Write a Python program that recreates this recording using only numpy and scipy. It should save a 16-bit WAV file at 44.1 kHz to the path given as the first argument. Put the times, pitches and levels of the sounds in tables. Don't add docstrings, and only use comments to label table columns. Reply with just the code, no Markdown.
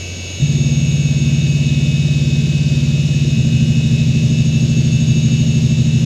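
import sys
import numpy as np
from scipy import signal
from scipy.fft import rfft, irfft, next_fast_len
from scipy.io import wavfile
from scipy.ndimage import map_coordinates

SR = 44100
rng = np.random.default_rng(int(sys.argv[2]) if len(sys.argv) > 2 else 0)


def to_wav(sig):
    pcm = np.clip(np.atleast_2d(sig), -1, 1) * 32767
    pcm = np.round(pcm).astype(np.int16)
    wavfile.write(sys.argv[1], SR, pcm.T)


N = 266805
SPIN_HZ, TOP_HZ = 90.02, 15600

# (start [s], round length [turns], rounds [count], track sway period [s], crest delay [s])
LOOPS = [(.4, 5, 53, .5303, .207), (3.35, 7, 35, .1717, .002)]
# (time [s], duration [s], signed force [relative], time sway [s], duration sway [s])
THREE_TRACKS = [(.00247, .0091, .17, 0, -.0007), (.01163, .014, 1.11, .0001, -.00016),
                (.0414, .0057, -.24, .0008, -.0012)]
FOUR_TRACKS = [(.0111, .0072, -.34, 0, .0001), (.0193, .0124, -1.22, -.00014, -.0001),
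               (.0422, .0137, .88, -.00035, .0006), (.058, .0132, -.69, .00034, -.0001)]
# (time [s], duration [s], force [relative])
FIRST_SEEK = (.399, 0.0125, 0.7)
# (frequency [Hz], bandwidth [Hz], gain [dB], signed weight [ratio])
CASE_MODES = [(71.2, 8.5, -23.5, 0.66), (118.75, 24.38, 10, -0.917), (124.64, 28.63, 12, 1),
              (156.67, 23.34, 6.5, -0.88), (231.37, 15.52, 17.5, -1), (234.7, 17.15, 14.5, 1),
              (355.5, 23, -7, 0.78)]
# (frequency [Hz], bandwidth [Hz], relative gain [dB])
ARM_MODES = [(340.7, 18.3, 4.5), (429, 20, -3.5), (606, 35, -6), (1744, 100, -16), (2594, 76, -8.5),
             (3703, 93, -4), (5830, 360, -20), (7430, 130, -14), (7790, 87, -17)]
# (three-track level [dB], four-track level [dB])
PING_DB = [-41.5, -47.5]
# (frequency [Hz], relative spectral level [dB])
RUMBLE_SPECTRUM = [(30, -46), (68, -9), (110, -5), (250, -3.5), (340, -11), (620, -29.5), (800, -42),
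                   (1400, -43.5), (3000, -70)]
# (frequency [Hz], relative level [dB])
BEARING_TONES = [(813, -61.5), (1085, -63.4), (1267, -63.7), (1422, -64.3), (1934, -59.5), (2171, -55.3),
                 (2319, -54.2), (2373, -51.9), (2599, -55.2), (2616, -48.8), (2709, -54.6), (2760, -49.3),
                 (2843, -50.1), (2881.4, -41.1), (3037, -53.3), (3092, -53.3), (3422, -50.3), (3537, -45.6),
                 (3602, -51.6), (3816, -46.6), (3864, -53), (3923, -48.8), (4203, -52.5), (4312, -52.2),
                 (4360, -54.9), (4590, -56.5), (4699, -51), (4977, -54.5), (5077, -54.3), (5233, -52.5),
                 (5270, -50.5), (5285, -55), (5463, -53), (5473, -53), (5763, -53), (5806, -56.8),
                 (5859, -55.4), (6105, -56.4), (6181, -53.5), (6483, -48.5), (6540, -52), (6574, -53),
                 (6755, -56.2), (6859, -57.2), (6954, -53), (6967, -48.7), (7420, -58.8), (8553, -68.6),
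                 (9217, -67.3), (9727, -68.9)]
# (frequency [Hz], beat rate [Hz], time of one crest [s])
BEATING_PAIRS = [(1548.2, .81, 1.22), (2263.4, 11.1, .02), (2565.5, 4.88, .086), (2649.8, 5.1, .059),
                 (6567.3, 12.84, .033)]
# (time [s], level [dB])
LOW_SWELL = [(0, -43.5), (2.1, -46.5), (3.2, -59.5), (6.05, -68)]
MAIN_SWELL = [(0, -44.4), (0.3, -47), (1.1, -37.5), (1.901, -34.3), (3.001, -37.5), (4.1, -37.5),
              (4.6, -52), (6.05, -58)]
UPPER_SWELL = [(0, -39), (1.7, -39.3), (2.45, -53), (3.002, -46), (3.8, -45), (4.5, -37.5), (6.05, -40.5)]
HIGH_SWELL = [(0, -39.3), (0.7, -33.5), (1.4, -38.5), (2.45, -61), (3.2, -42), (4, -52), (4.5, -41),
              (5.3, -36.5), (6.05, -44.6)]
TWIN_DB = [-64, -62, -48.5]
# (time [s], level [dB])
UPPER_TWIN = [(0, -48), (1.5, -45.5), (4.7, -41), (6.05, -43.5)]
HIGH_TWIN = [(0.5, -56), (1.6, -45.5), (3.4, -61), (4.4, -46), (5.1, -41.5), (6.05, -55)]
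# (frequency [Hz], mean relative level [dB])
OVERTONE_SPECTRUM = [(2500, -66), (4000, -62), (5500, -60.5), (7000, -65), (8300, -75), (10300, -76),
                     (11500, -85), (12400, -76), (13300, -91), (15500, -100)]
# (frequency [Hz], relative spectral level [dB])
AIR_SPECTRUM = [(20, -31), (60, 5), (120, 9.5), (200, 6), (620, -2), (780, -13.5), (1500, -19.5),
                (2300, -11.5), (2750, -10.5), (3450, -9.5), (5800, -17.5), (7100, -16.5), (8300, -31),
                (11000, -40), (15000, -57)]


def arm_seeks(scatter_s, scatter_db):
    rows = [FIRST_SEEK]
    for (start, turns, rounds, sway_s, crest_s), pattern in zip(LOOPS, [THREE_TRACKS, FOUR_TRACKS]):
        for elapsed in np.arange(rounds) * turns / SPIN_HZ:
            sway = np.cos(2 * np.pi * (elapsed - crest_s) / sway_s)
            for onset, span, force, late, longer in pattern:
                rows.append((start + elapsed + onset + late * sway, span + longer * sway, force))
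    onset, span, force = np.transpose(rows)
    time_jitter, force_jitter = rng.standard_normal((len(onset), 2)).T
    return np.transpose([onset + scatter_s * time_jitter, span, force * amp(scatter_db * force_jitter)])


def case_throb(seeks, gain_db):
    push_share = .53
    recoil = np.zeros(N + SR)
    for onset, span, force in seeks:
        progress = np.arange(int(span * SR)) / (span * SR)
        push = np.sin(np.pi * progress / push_share) / push_share
        brake = -np.sin(np.pi * (progress - push_share) / (1 - push_share)) / (1 - push_share)
        add_at(recoil, onset, force * np.where(progress < push_share, push, brake))
    case = lambda f: sum(weight * amp(db) * resonance(f, hz, width) for hz, width, db, weight in CASE_MODES)
    return amp(gain_db) * filtered(recoil, case)


def arm_ticks(seeks, level_db, buzz, buzz_s, force_power):
    drive, t = np.zeros(N + SR), np.arange(SR // 20) / SR
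    for onset, span, force in seeks:
        size = abs(force) ** force_power
        for share, edge in [(0, 0.47), (.5, -0.22), (1, 0.33)]:
            drive[int((onset + share * span) * SR)] += size * edge * np.sign(force)
        add_at(drive, onset, size * buzz * np.exp(-t / buzz_s) * rng.standard_normal(len(t)))
    arm = lambda f: sum((-1) ** k * amp(db) * resonance(f, hz, width) * abs(resonance(f, hz, 5 * width))
                        for k, (hz, width, db) in enumerate(ARM_MODES))
    return amp(level_db) * unit(filtered(drive, arm))


def suspension_pings(seeks, ring_hz, width_hz, force_power, shudder):
    shake = np.zeros(N + SR)
    for onset, span, force in seeks:
        progress = np.arange(int(span * SR)) / (span * SR)
        flick = (progress == 0) + shudder * (1 - progress) * rng.standard_normal(len(progress))
        add_at(shake, onset, abs(force) ** force_power * flick)
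    mode = lambda f: resonance(f, ring_hz, width_hz) * resonance(f, ring_hz, 4 * width_hz)
    in_first_loop = np.arange(N) / SR < LOOPS[1][0]
    return amp(np.where(in_first_loop, *PING_DB)) * unit(filtered(shake, mode))


def desk_rumble(seeks, level_db, decay_s):
    shake, t = np.zeros(N + SR), np.arange(SR // 10) / SR
    for onset, _, force in seeks:
        add_at(shake, onset, abs(force) * np.exp(-t / decay_s) * rng.standard_normal(len(t)))
    return amp(level_db) * unit(filtered(shake, lambda f: spectrum_gain(RUMBLE_SPECTRUM, f)))


def bearing_whine(clock, gain_db, waver_db):
    return amp(gain_db) * sum(amp(db + waver_db * wobble(5.3)) * sine(hz * clock + rng.random())
                              for hz, db in BEARING_TONES)


def bearing_beats(clock, lowest_db):
    levels = [lowest_db] + [envelope(swell) for swell in (LOW_SWELL, MAIN_SWELL, UPPER_SWELL, HIGH_SWELL)]
    twins = list(TWIN_DB) + [envelope(swell) for swell in (UPPER_TWIN, HIGH_TWIN)]
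    pairs = np.zeros(N)
    for (hz, beat_hz, crest_s), level_db, twin_db in zip(BEATING_PAIRS, levels, twins):
        cycles = hz * clock + rng.random()
        pairs += amp(level_db) * sine(cycles)
        pairs += amp(twin_db) * sine(cycles + beat_hz * (clock - crest_s))
    return pairs


def bearing_overtones(clock, gain_db, spread_db, count):
    size = 8 * SR
    hz = 2500 + 13000 * (np.arange(count) + rng.random(count)) / count
    unevenness = unit(amp(spread_db * rng.uniform(-1, 1, count)))
    gain = amp(gain_db) * spectrum_gain(OVERTONE_SPECTRUM, hz) * unevenness
    lines = np.zeros(size // 2 + 1, complex)
    for offset_hz, share in [(0, 1), (rng.uniform(1, 7.7, count), .45)]:
        bins = ((hz + offset_hz) * size / SR).astype(int)
        lines[bins] += share * gain * np.exp(2j * np.pi * rng.random(count))
    comb = irfft(lines) * size / np.sqrt(2)
    return map_coordinates(comb, [clock * SR], mode="wrap")


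def platters(clock, hum_db, heavy_spot_turns, air_db):
    hum = sine(SPIN_HZ * clock + heavy_spot_turns)
    air = unit(filtered(rng.standard_normal(N), lambda f: spectrum_gain(AIR_SPECTRUM, f)))
    return amp(hum_db) * hum + amp(air_db) * air


def resonance(f, hz, width):
    return 1j * f * width / (hz * hz - f * f + 1j * f * width)


def filtered(x, response):
    size = next_fast_len(N + SR // 2)
    return irfft(rfft(x, size) * response(np.fft.rfftfreq(size, 1 / SR)), size)[:N]


def spectrum_gain(points, hz):
    f, db = np.transpose(points)
    return amp(np.interp(np.log(hz + 1), np.log(f + 1), db))


def envelope(points):
    return np.interp(np.arange(N) / SR, *np.transpose(points))


def wobble(rate):
    knots = np.linspace(0, N / SR * rate, N // 200)
    coarse = map_coordinates(rng.standard_normal(256), [knots], mode="mirror")
    return np.interp(np.arange(N), np.linspace(0, N, len(coarse)), coarse)


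def add_at(track, onset_s, burst):
    track[int(onset_s * SR):][:len(burst)] += burst


def sine(cycles):
    return np.sqrt(2) * np.sin(2 * np.pi * cycles)


def amp(db):
    return 10 ** (np.asarray(db) / 20)


def unit(x):
    return x / np.sqrt(np.mean(x ** 2) + 1e-20)


def scene():
    clock = np.cumsum(1 + .0001 * wobble(3)) / SR
    seeks = arm_seeks(scatter_s=.00008, scatter_db=.2)
    throb = case_throb(seeks, gain_db=0.99)
    rumble = desk_rumble(seeks, level_db=-33.0, decay_s=0.03)
    ticks = arm_ticks(seeks, level_db=-37.5, buzz=0.13, buzz_s=0.023, force_power=0.052)
    pings = suspension_pings(seeks, ring_hz=3681, width_hz=72, force_power=0.4, shudder=0.05)
    whine = bearing_whine(clock, gain_db=-0.14, waver_db=1.94)
    beats = bearing_beats(clock, lowest_db=-57.5)
    shimmer = bearing_overtones(clock, gain_db=-1, spread_db=9, count=320)
    drone = platters(clock, hum_db=-29.0, heavy_spot_turns=0.53, air_db=-32)
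    return (throb + rumble + ticks + pings + whine + beats + shimmer + drone)[None]


def record(dry):
    bass_cut = signal.butter(1, 12, "highpass", fs=SR, output="sos")
    top_cut = signal.ellip(10, .1, 90, TOP_HZ, fs=SR, output="sos")
    fade = np.minimum(np.arange(N)[::-1] / (.005 * SR), 1)
    return fade * signal.sosfilt(np.vstack([bass_cut, top_cut]), dry)


dry = scene()
out = record(dry)
to_wav(out)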